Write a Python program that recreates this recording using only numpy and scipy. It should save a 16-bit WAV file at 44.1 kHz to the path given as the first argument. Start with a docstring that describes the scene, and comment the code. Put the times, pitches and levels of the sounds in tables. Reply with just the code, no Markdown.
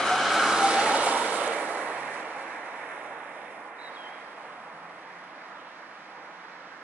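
"""By the kerb of a street, two microphone ports hear a car come up, pass about 7 m away and leave to the right.
Its tyres are shaped noise that roars, sings in two tread resonances and hisses; sine orders make the faint engine.
Short decaying sines burst in the roar and noise bursts tick as grit; it all sinks into the wash of far traffic.
Late on the treble dips, the traffic swells and a small bird calls: a buzzy gliding sine, then a lower whistle.
Its notes echo between the houses, and a far engine, one gliding tone, pulls away and changes gear."""
import sys
import numpy as np
from scipy import signal
from scipy.io import wavfile
from scipy.ndimage import uniform_filter1d, map_coordinates

SR = 44100
rng = np.random.default_rng(int(sys.argv[2]) if len(sys.argv) > 2 else 0)


def put_to_file(sound):
    """Save the sound as 16-bit audio at rate SR, in the file named by the first command-line argument."""
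    columns = np.atleast_2d(sound).T  # one column per channel
    safe = np.clip(columns, -1, 1)
    whole_steps = np.round(safe * 32767)
    wavfile.write(sys.argv[1], SR, whole_steps.astype(np.int16))


N = 301196
TOP_HZ = 11050
FRAME, HOP = 2048, 512
TIME = np.arange(N) / SR
FRAME_S = np.arange(N // HOP + 2) * HOP / SR
BIN_HZ = np.maximum(np.arange(FRAME // 2 + 1) * SR / FRAME, 1)[:, None]
# the car drives straight past at a steady speed, this far from the microphone at its nearest
PASSES_S, SPEED_M_S, KERB_M = 0.53, 9.65, 6.92
# this far down the street the roar has half of its far colour; how abruptly it dulls there
FAR_M, FAR_STEEPNESS = 10, 10
# sets the stretch of road over which a beam fades
BEAM_EDGE_M = 0.59


def undb(db):
    """Decibels to gain."""
    return 10 ** (np.asarray(db) / 20)


def curves(table, times):
    """The columns of a table, joined by straight lines in time."""
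    s, *columns = np.transpose(table)
    return [np.interp(times, s, c) for c in columns]


def colours(table):
    """The columns of a table, joined by straight lines over log frequency."""
    hz, *columns = np.transpose(table)
    return [np.interp(np.log(BIN_HZ), np.log(hz), c) for c in columns]


def walk(rate, times):
    """Smooth chance of spread about 1 that turns about rate times per unit of its axis."""
    steps = rng.standard_normal(2048)
    return 1.33 * map_coordinates(steps, [times * rate], order=3, mode="wrap")


def flutter(rate, count=12):
    """Unrelated walks for neighbouring bands, blended over frequency."""
    octave_share = np.log(np.maximum(BIN_HZ, 100) / 100) / np.log(TOP_HZ / 100)
    place = octave_share * (count - 1)
    weights = np.maximum(1 - abs(place - np.arange(count)), 0)
    return weights @ np.array([walk(rate, FRAME_S) for _ in range(count)])


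def ripple(spacing_hz=70, drift=0.021):
    """Many reflections carve fine peaks and dips, which slide over time."""
    slid_hz = BIN_HZ * (1 - drift * FRAME_S)
    return walk(1 / spacing_hz, slid_hz.ravel()).reshape(len(BIN_HZ), -1)


def at_level(shape_db, level_db, band):
    """Gains of a moving spectrum whose power inside the band follows the level."""
    gain = undb(shape_db)
    inside = (BIN_HZ >= band[0]) & (BIN_HZ <= band[1])
    return gain * undb(level_db) / np.sqrt(np.sum(inside * gain ** 2, axis=0))


def along(times):
    """Metres that the car has gone beyond its nearest point."""
    return SPEED_M_S * (times - PASSES_S)


def bearing(metres):
    """Sine of the angle to the car: -1 coming, 0 abeam, 1 going away."""
    return metres / np.hypot(metres, KERB_M)


def far_share():
    """Share of the far colour, 0-1: it takes over as the car rolls down the street."""
    return 1 - 1 / (1 + (np.maximum(along(FRAME_S), 0) / FAR_M) ** FAR_STEEPNESS)


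def off_beam(edge_m):
    """0 while a beam points at the microphone, 1 once the car is well past the beam's edge."""
    return (1 + np.tanh((along(FRAME_S) - edge_m) / (2 * BEAM_EDGE_M))) / 2


def swell(times, peak_db, falloff, street_db, late_s=0, breadth=1):
    """Level in dB of a passing source: a power of the distance, over the wash that stays in the street."""
    distance = np.hypot(1, along(times - late_s) / (breadth * KERB_M))
    return 20 * np.log10(np.hypot(undb(peak_db) / distance ** falloff, undb(street_db)))


def treble_dip(dip_s=3.74, length_s=0.1, depth_db=-7, above_hz=3900):
    """Gain of the treble, which dips briefly."""
    dip = np.exp(-(2 * (FRAME_S - dip_s) / length_s) ** 2)
    return undb(depth_db * dip / (1 + (above_hz / BIN_HZ) ** 8))


def reflections(lag_ms=1.11, comb_db=2.0, until_m=0.6):
    """Gain of the treble: combed by a reflection while the car comes up, hollowed as it leaves."""
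    # a hollow in the treble slides down behind the car: time_s, centre_hz, strength (0-1)
    hollow = [(1.4, 5100, 0), (1.9, 4900, 0.5), (2.4, 4700, 0.1), (2.9, 4470, 1), (3.5, 4350, 1),
              (3.8, 4300, 0)]
    # its shoulder and its two troughs: multiple of the centre, width_hz, height_db
    hollow_shape = [(0.83, 330, 2.5), (1, 430, -5.5), (1.79, 450, -2.5)]
    treble = 1 / (1 + (1900 / BIN_HZ) ** 8)
    comb = np.cos(2 * np.pi * BIN_HZ * lag_ms / 10 ** 3)
    db = -comb_db * treble * (1 - off_beam(until_m)) * comb
    hz, strength = curves(hollow, FRAME_S)
    for multiple, width, height_db in hollow_shape:
        db = db + strength * height_db * np.exp(-((BIN_HZ - multiple * hz) / width) ** 2)
    return undb(db)


def rush(gain, port_lag_ms=0.089, facing_s=0.27):
    """Moving noise at two ports: mostly alike in the bass, apart in the top, parted by level and lag."""
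    # the microphone ports: centre_hz, likeness (0-1), share of the level difference, share of the lag
    ports_table = [(40, 0.4, 0, 0), (110, 1, 0.095, 0.5), (398, 0.97, 0.25, 0.1), (800, 0.94, 0.53, 0.6),
                   (1190, 0.97, 1.32, 1.24), (1450, 0.92, 1.14, -1.93), (2180, 0.58, 1.04, 0.22),
                   (2700, 0.55, 0.38, 0.53), (3570, 0.65, 1.27, 1.12), (5430, 0.48, 0.076, 1.14),
                   (8600, 0, -0.24, 0.98), (10400, 0, 0.82, 1.95)]
    # balance of the street sound: time_s, left_minus_right_db
    pan = [(0, 1), (0.65, -2), (1.4, -7.5), (2.4, -4.5), (3.3, -5.5), (4.8, -3), (6.8, -4.5)]
    likeness, shade, late = colours(ports_table)
    likeness = np.clip(likeness, 0, 1)
    pan_db = curves(pan, FRAME_S)[0]
    # the lag crosses zero a little before the car is nearest
    lag_ms = port_lag_ms * bearing(SPEED_M_S * (FRAME_S - facing_s))
    noise = signal.stft(rng.standard_normal((2, N + 2 * HOP)), nperseg=FRAME, noverlap=FRAME - HOP)[2]
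    mid, side = noise[:, :, :len(FRAME_S)] * np.sqrt([(1 + likeness) / 2, (1 - likeness) / 2])
    # each port takes half of the level difference and half of the lag
    turn = np.exp(-1j * np.pi * BIN_HZ * late * lag_ms / 1000)
    left = undb(shade * pan_db / 2) * turn
    ports = np.array([(mid + side) * left, (mid - side) / left])
    ports = ports * gain * reflections() * treble_dip()
    return signal.istft(ports, nperseg=FRAME, noverlap=FRAME - HOP)[1][:, :N] * np.sqrt(FRAME / 2)


def tone(table, wobble, waver_db, rate):
    """A wavering tone that follows a curve of pitch and level."""
    hz, db = curves(table, TIME)
    turns = np.cumsum(hz * (1 + wobble * walk(rate, TIME))) / SR
    return undb(db + waver_db * walk(rate, TIME)) * np.sqrt(2) * np.sin(2 * np.pi * turns)


def traffic(flutter_db=1.0):
    """Other cars streets away: a low drone under a soft wash."""
    # colour of the far traffic: frequency_hz, relative level_db per Hz
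    town = [(25, -42), (55, -36), (80, -13.5), (120, -23), (170, -4.5), (240, -7), (400, -22), (900, 4.5),
            (1600, 4.5), (2400, -7.5), (3300, -10.5), (4500, -14.5), (5600, -19), (6600, -28.5),
            (11000, -37.5)]
    # its course: time_s, level_db, treble_db
    course = [(0, -55, -2), (3.76, -53.5, -9), (3.9, -46, -1), (4.4, -47.5, -5), (4.85, -47, -7),
              (5.4, -48, -0.5), (6.83, -48.5, 1)]
    level_db, treble_db = curves(course, FRAME_S)
    treble = 1 / (1 + (1400 / BIN_HZ) ** 8)
    gain = at_level(colours(town)[0] + treble * treble_db, level_db, band=(100, 5000))
    return rush(gain * undb(flutter_db * flutter(7.8)))


def far_engine():
    """One wavering tone climbs as a far engine pulls away, then drops as it changes gear."""
    # time_s, pitch_hz, level_db
    pull = [(4.5, 158, -100), (4.7, 160, -71), (4.88, 165, -65), (5.1, 178, -71), (5.4, 185, -68),
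            (5.75, 190, -76), (6.05, 198, -68), (6.2, 174, -71), (6.35, 173, -68), (6.8, 180, -76)]
    return tone(pull, wobble=0.0099, waver_db=2.5, rate=12)


def echoes(x, t60):
    """A diffuse tail from the house fronts, different at each port."""
    decay = np.exp(-np.log(1000) * TIME[:SR] / t60)
    onset = 1 - np.exp(-TIME[:SR] / 0.027)
    tail = rng.standard_normal((2, SR)) * decay * onset
    return signal.fftconvolve(x[None], tail / np.sqrt(np.sum(tail ** 2) / 2), axes=1)[:, :N]


def bird(call_db=-47.5, trill_hz=82, waver_hz=24, waver_db=1.0, echo_db=-9.0, t60=1.6):
    """A buzzy high note and a clear lower one, both gliding sines; the street rings on softly."""
    # the buzzy first note: time_s, pitch_hz, trill_depth_hz, relative level_db
    buzz = [(3.778, 3780, 150, -22), (3.79, 3860, 110, -6), (3.81, 3930, 180, -5), (3.832, 3890, 170, -3),
            (3.85, 3880, 40, -1), (3.88, 3850, 20, 1), (3.893, 3700, 0, -3), (3.901, 3660, 0, -25)]
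    # the second flicks up, steps down to a clear whistle and lifts as it thins: columns as above
    whistle = [(3.936, 3950, 0, -20), (3.942, 4200, 0, -7), (3.949, 4600, 0, -16), (3.953, 3880, 0, -1),
               (3.964, 3680, 110, -4), (3.969, 3290, 0, 0), (4.018, 3230, 20, 0), (4.03, 3120, 40, 0),
               (4.076, 3130, 10, 1), (4.09, 3110, 0, -8), (4.135, 3310, 0, -7), (4.22, 3290, 0, -19)]
    call = 0
    for note in (buzz, whistle):
        pitch, depth, db = curves(note, TIME)
        start, end = note[0][0], note[-1][0]
        trill = np.sin(2 * np.pi * trill_hz * (TIME - start)) + 0.6 * walk(300, TIME)
        hz = pitch + depth * trill + waver_hz * walk(140, TIME)
        sounding = (TIME > start) * (TIME < end)
        size = undb(call_db + db + waver_db * walk(120, TIME)) * sounding
        call = call + size * np.exp(2j * np.pi * np.cumsum(hz) / SR)
    # the right port hears the call turned in phase
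    ports = np.imag([call, call * np.exp(1j * 1.72)])
    return ports + undb(echo_db) * echoes(ports[0], t60)


def engine(crank_hz=48.88, sag_hz=0.3, waver_db=2.2, wobble=0.00407):
    """Crank orders and belt-driven parts hum and sink a little as the car passes; the third carries furthest."""
    # multiple of the crank rate, relative level_db, power of the distance by which it fades
    orders = [(1, -20, 3), (2, 0, 2.4), (3, 1.5, 1.44), (4, 1, 1.56), (4.26, 8, 3.6), (4.76, 3, 1.8),
              (6.68, 11.5, 1.8), (10.98, 11, 3.5)]
    hz = crank_hz - sag_hz * bearing(along(TIME))
    hum = 0
    for multiple, db, falloff in orders:
        level_db = swell(TIME, peak_db=-59.0, falloff=falloff, street_db=-90)
        turns = np.cumsum(hz * (1 + wobble * walk(10, TIME))) / SR + rng.random()
        size = undb(level_db + db + waver_db * walk(4.87, TIME))
        hum = hum + size * np.sin(2 * np.pi * multiple * turns)
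    return np.sqrt(2) * hum


def rumble(flutter_db=-0.67):
    """The car's body rumbles low on the rough road; far away the sound tilts towards the bass."""
    # body colour: frequency_hz, relative level_db per Hz
    body = [(25, -66), (60, -45), (100, -26), (135, -18), (175, -5.5), (220, -2.5), (310, 6.5), (420, -5.5),
            (700, -29), (2000, -58)]
    level_db = swell(FRAME_S, peak_db=-38.5, falloff=1.53, street_db=-62.5, late_s=0.11, breadth=0.76)
    shape = colours(body)[0] - 1.2 * far_share() * np.log2(BIN_HZ)
    gain = at_level(shape, level_db, band=(110, 380))
    return rush(gain * undb(flutter_db * flutter(4.08)))


def ticks(width_hz=3000):
    """Grit flicked from the tread ticks on the road: a short, bright burst of noise for each bit."""
    # start_s, level_db of the burst before doubling and filtering, centre_hz, decay_s
    grit_bits = [(0.974, -27.5, 9300, 0.0024), (1.304, -33, 6600, 0.002), (1.477, -26.5, 7700, 0.0013)]
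    out = 0
    for s, db, hz, decay in grit_bits:
        size = undb(db) * (TIME >= s) * np.exp(-abs(TIME - s) / decay)
        edges = [hz - width_hz / 2, hz + width_hz / 2]
        bright = signal.butter(2, edges, "bandpass", fs=SR, output="sos")
        out = out + signal.sosfilt(bright, 2 * size * rng.standard_normal((2, N)))
    return out


def roar_bursts(rise_s=0.0043):
    """Brief bursts in the tyre roar near 750-880 Hz: each a short swelling, decaying sine."""
    # start_s, peak level_db, pitch_hz
    bursts = [(0.639, -18, 789), (0.789, -21, 786), (0.893, -22, 799), (0.941, -21, 880), (1.066, -18, 748),
              (1.164, -23, 869)]
    out = 0
    for s, db, hz in bursts:
        age = np.maximum(TIME - s, 0)
        size = (age / rise_s * np.exp(1 - age / rise_s)) ** 2
        out = out + undb(db) * size * np.sin(2 * np.pi * (hz * age + rng.random()))
    return out


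def tyre_hiss(flutter_db=0.35, surge_db=0.58, spray_db=1.56, grit_db=1.5, ripple_db=1.2):
    """Air and grit squeezed from the tread: a hiss that surges with the road surface and crackles finely."""
    # hiss colour: frequency_hz, relative level_db per Hz
    spray = [(1500, -11.5), (3000, -1.5), (4300, 0), (5600, 0.5), (6600, -2.5), (7400, -2), (8200, -1),
             (8700, 0.5), (9600, 0), (11000, -6)]
    # the top treble, entering from 6.5 kHz and full at 8.7 kHz: time_s, level_db relative to the rest
    fine_spray = [(0, -6.5), (0.9, -5), (1.2, -1), (1.55, 0), (1.85, -1.5), (2.65, -5.5), (3, -0.5),
                  (3.9, -2.5), (6.8, -13.5)]
    level_db = swell(FRAME_S, peak_db=-37.5, falloff=3.25, street_db=-67.0, late_s=0.13, breadth=1.335)
    # the hiss drops by 3.5 dB around 8.9 m down the street
    level_db = level_db - 3.5 * off_beam(8.9)
    flicker_db = spray_db * (1 - 0.62 * far_share()) * walk(24.06, FRAME_S)
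    fine_db = curves(fine_spray, FRAME_S)[0] + flicker_db
    fine = np.clip((BIN_HZ - 6500) / 2200, 0, 1)
    shape = colours(spray)[0] + fine * fine_db + ripple_db * ripple(spacing_hz=93.3, drift=0.042)
    gain = at_level(shape, level_db, band=(4500, 7500))
    hiss = rush(gain * undb(flutter_db * flutter(15)))
    grit = uniform_filter1d(rng.standard_normal(N), size=49) * np.sqrt(49)
    return hiss * undb(surge_db * walk(28.13, TIME) + grit_db * grit)


def tread_song():
    """The tread sings in a wavering tone that swells and sinks as the car passes."""
    # time_s, pitch_hz, level_db
    song = [(0, 724, -38), (0.15, 738, -33.5), (0.27, 742, -42), (0.54, 772, -46), (0.63, 782, -31),
            (0.71, 786, -35), (0.79, 788, -29.5), (0.9, 795, -34), (0.99, 802, -45), (1.1, 802, -100)]
    return tone(song, wobble=0.0047, waver_db=2.5, rate=35)


def tread():
    """The two tread resonances in dB: both climb as the car leaves, and the upper weakens behind it."""
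    # lower resonance, which broadens and climbs behind the car: time_s, centre_hz, width_hz, height_db
    lower_course = [(0, 735, 75, 4), (0.16, 760, 75, 6), (0.26, 750, 120, 2), (0.52, 770, 120, 3),
                    (0.63, 788, 75, 6), (0.85, 815, 120, 6), (1.0, 910, 190, 7), (1.16, 930, 210, 8),
                    (1.29, 985, 170, 8), (1.5, 950, 400, 0)]
    # upper resonance: its centre close by and far off, and where along the street it climbs
    near_hz, far_hz, climb_m, upper_width_hz = 1423, 1970, 4, 570
    # its height ahead and behind, and the place along the street where its beam is lost
    ahead_db, behind_db, beam_m = 6.5, 0.5, 1
    hz, width, height_db = curves(lower_course, FRAME_S)
    lower = height_db * np.exp(-2 * ((BIN_HZ - hz) / width) ** 2)
    # grooves of many lengths spread the upper resonance into a flat-topped band
    hz = np.interp(off_beam(climb_m), [0, 1], [near_hz, far_hz])
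    flat_top = 1 / (1 + (2 * (BIN_HZ - hz) / upper_width_hz) ** 6)
    return lower + np.interp(off_beam(beam_m), [0, 1], [ahead_db, behind_db]) * flat_top


def boom(centre_hz=500, width_hz=194, height_db=6.5, strongest_m=7.2, stretch_m=5.3):
    """The hollow under the car in dB: it sounds out of the rear for a short stretch of road."""
    in_view = np.exp(-((along(FRAME_S) - strongest_m) / stretch_m) ** 2)
    return height_db * in_view * np.exp(-((BIN_HZ - centre_hz) / width_hz) ** 2)


def tyre_roar(flutter_db=1.0, ground_ms=1.33, comb_db=1.6, ripple_db=1.56):
    """Tread noise, duller with distance; the tyre horns beam the upper resonance ahead of the car."""
    # roar close by: frequency_hz, relative level_db per Hz
    near_colour = [(25, -72), (60, -54), (150, -30), (300, -18), (430, -5), (530, -1.5), (630, -5.5),
                   (950, -1), (1150, -4), (1300, 0), (1550, -4.5), (2050, -8), (2350, -7.5), (2800, -9.5),
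                   (4100, -14), (6000, -46), (11000, -50)]
    # roar far off: frequency_hz, relative level_db per Hz
    far_colour = [(25, -66), (60, -50), (150, -46), (300, -17.5), (500, -1), (750, 1), (1000, 1),
                  (1220, -5), (1750, -1), (2300, -6.5), (2600, -10), (2850, -16.5), (3700, -24),
                  (4300, -27), (11000, -59)]
    level_db = swell(FRAME_S, peak_db=-23.0, falloff=1.561, street_db=-50.5)
    far = far_share()
    shape = (1 - far) * colours(near_colour)[0] + far * colours(far_colour)[0]
    shape = shape + tread() + boom()
    # while the car is close, the bounce off the road combs the sound
    shape = shape + comb_db * (1 - far) * np.cos(2 * np.pi * BIN_HZ * ground_ms / 10 ** 3)
    shape = shape + ripple_db * (1 - far / 2) * ripple(spacing_hz=34.8)
    gain = at_level(shape, level_db, band=(400, 2500))
    return rush(gain * undb(flutter_db * flutter(7)))


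def scene():
    """The town in the distance, the bird, and the car close by."""
    town = traffic() + far_engine()
    tyres = tyre_roar() + tread_song() + roar_bursts() + tyre_hiss() + ticks()
    car = tyres + rumble() + engine()
    return town + bird() + car


def record(dry):
    """The recorder cuts the top steeply."""
    steep_cut = signal.ellip(12, .1, 80, TOP_HZ, fs=SR, output="sos")
    return signal.sosfilt(steep_cut, dry)


dry = scene()
out = record(dry)
put_to_file(out)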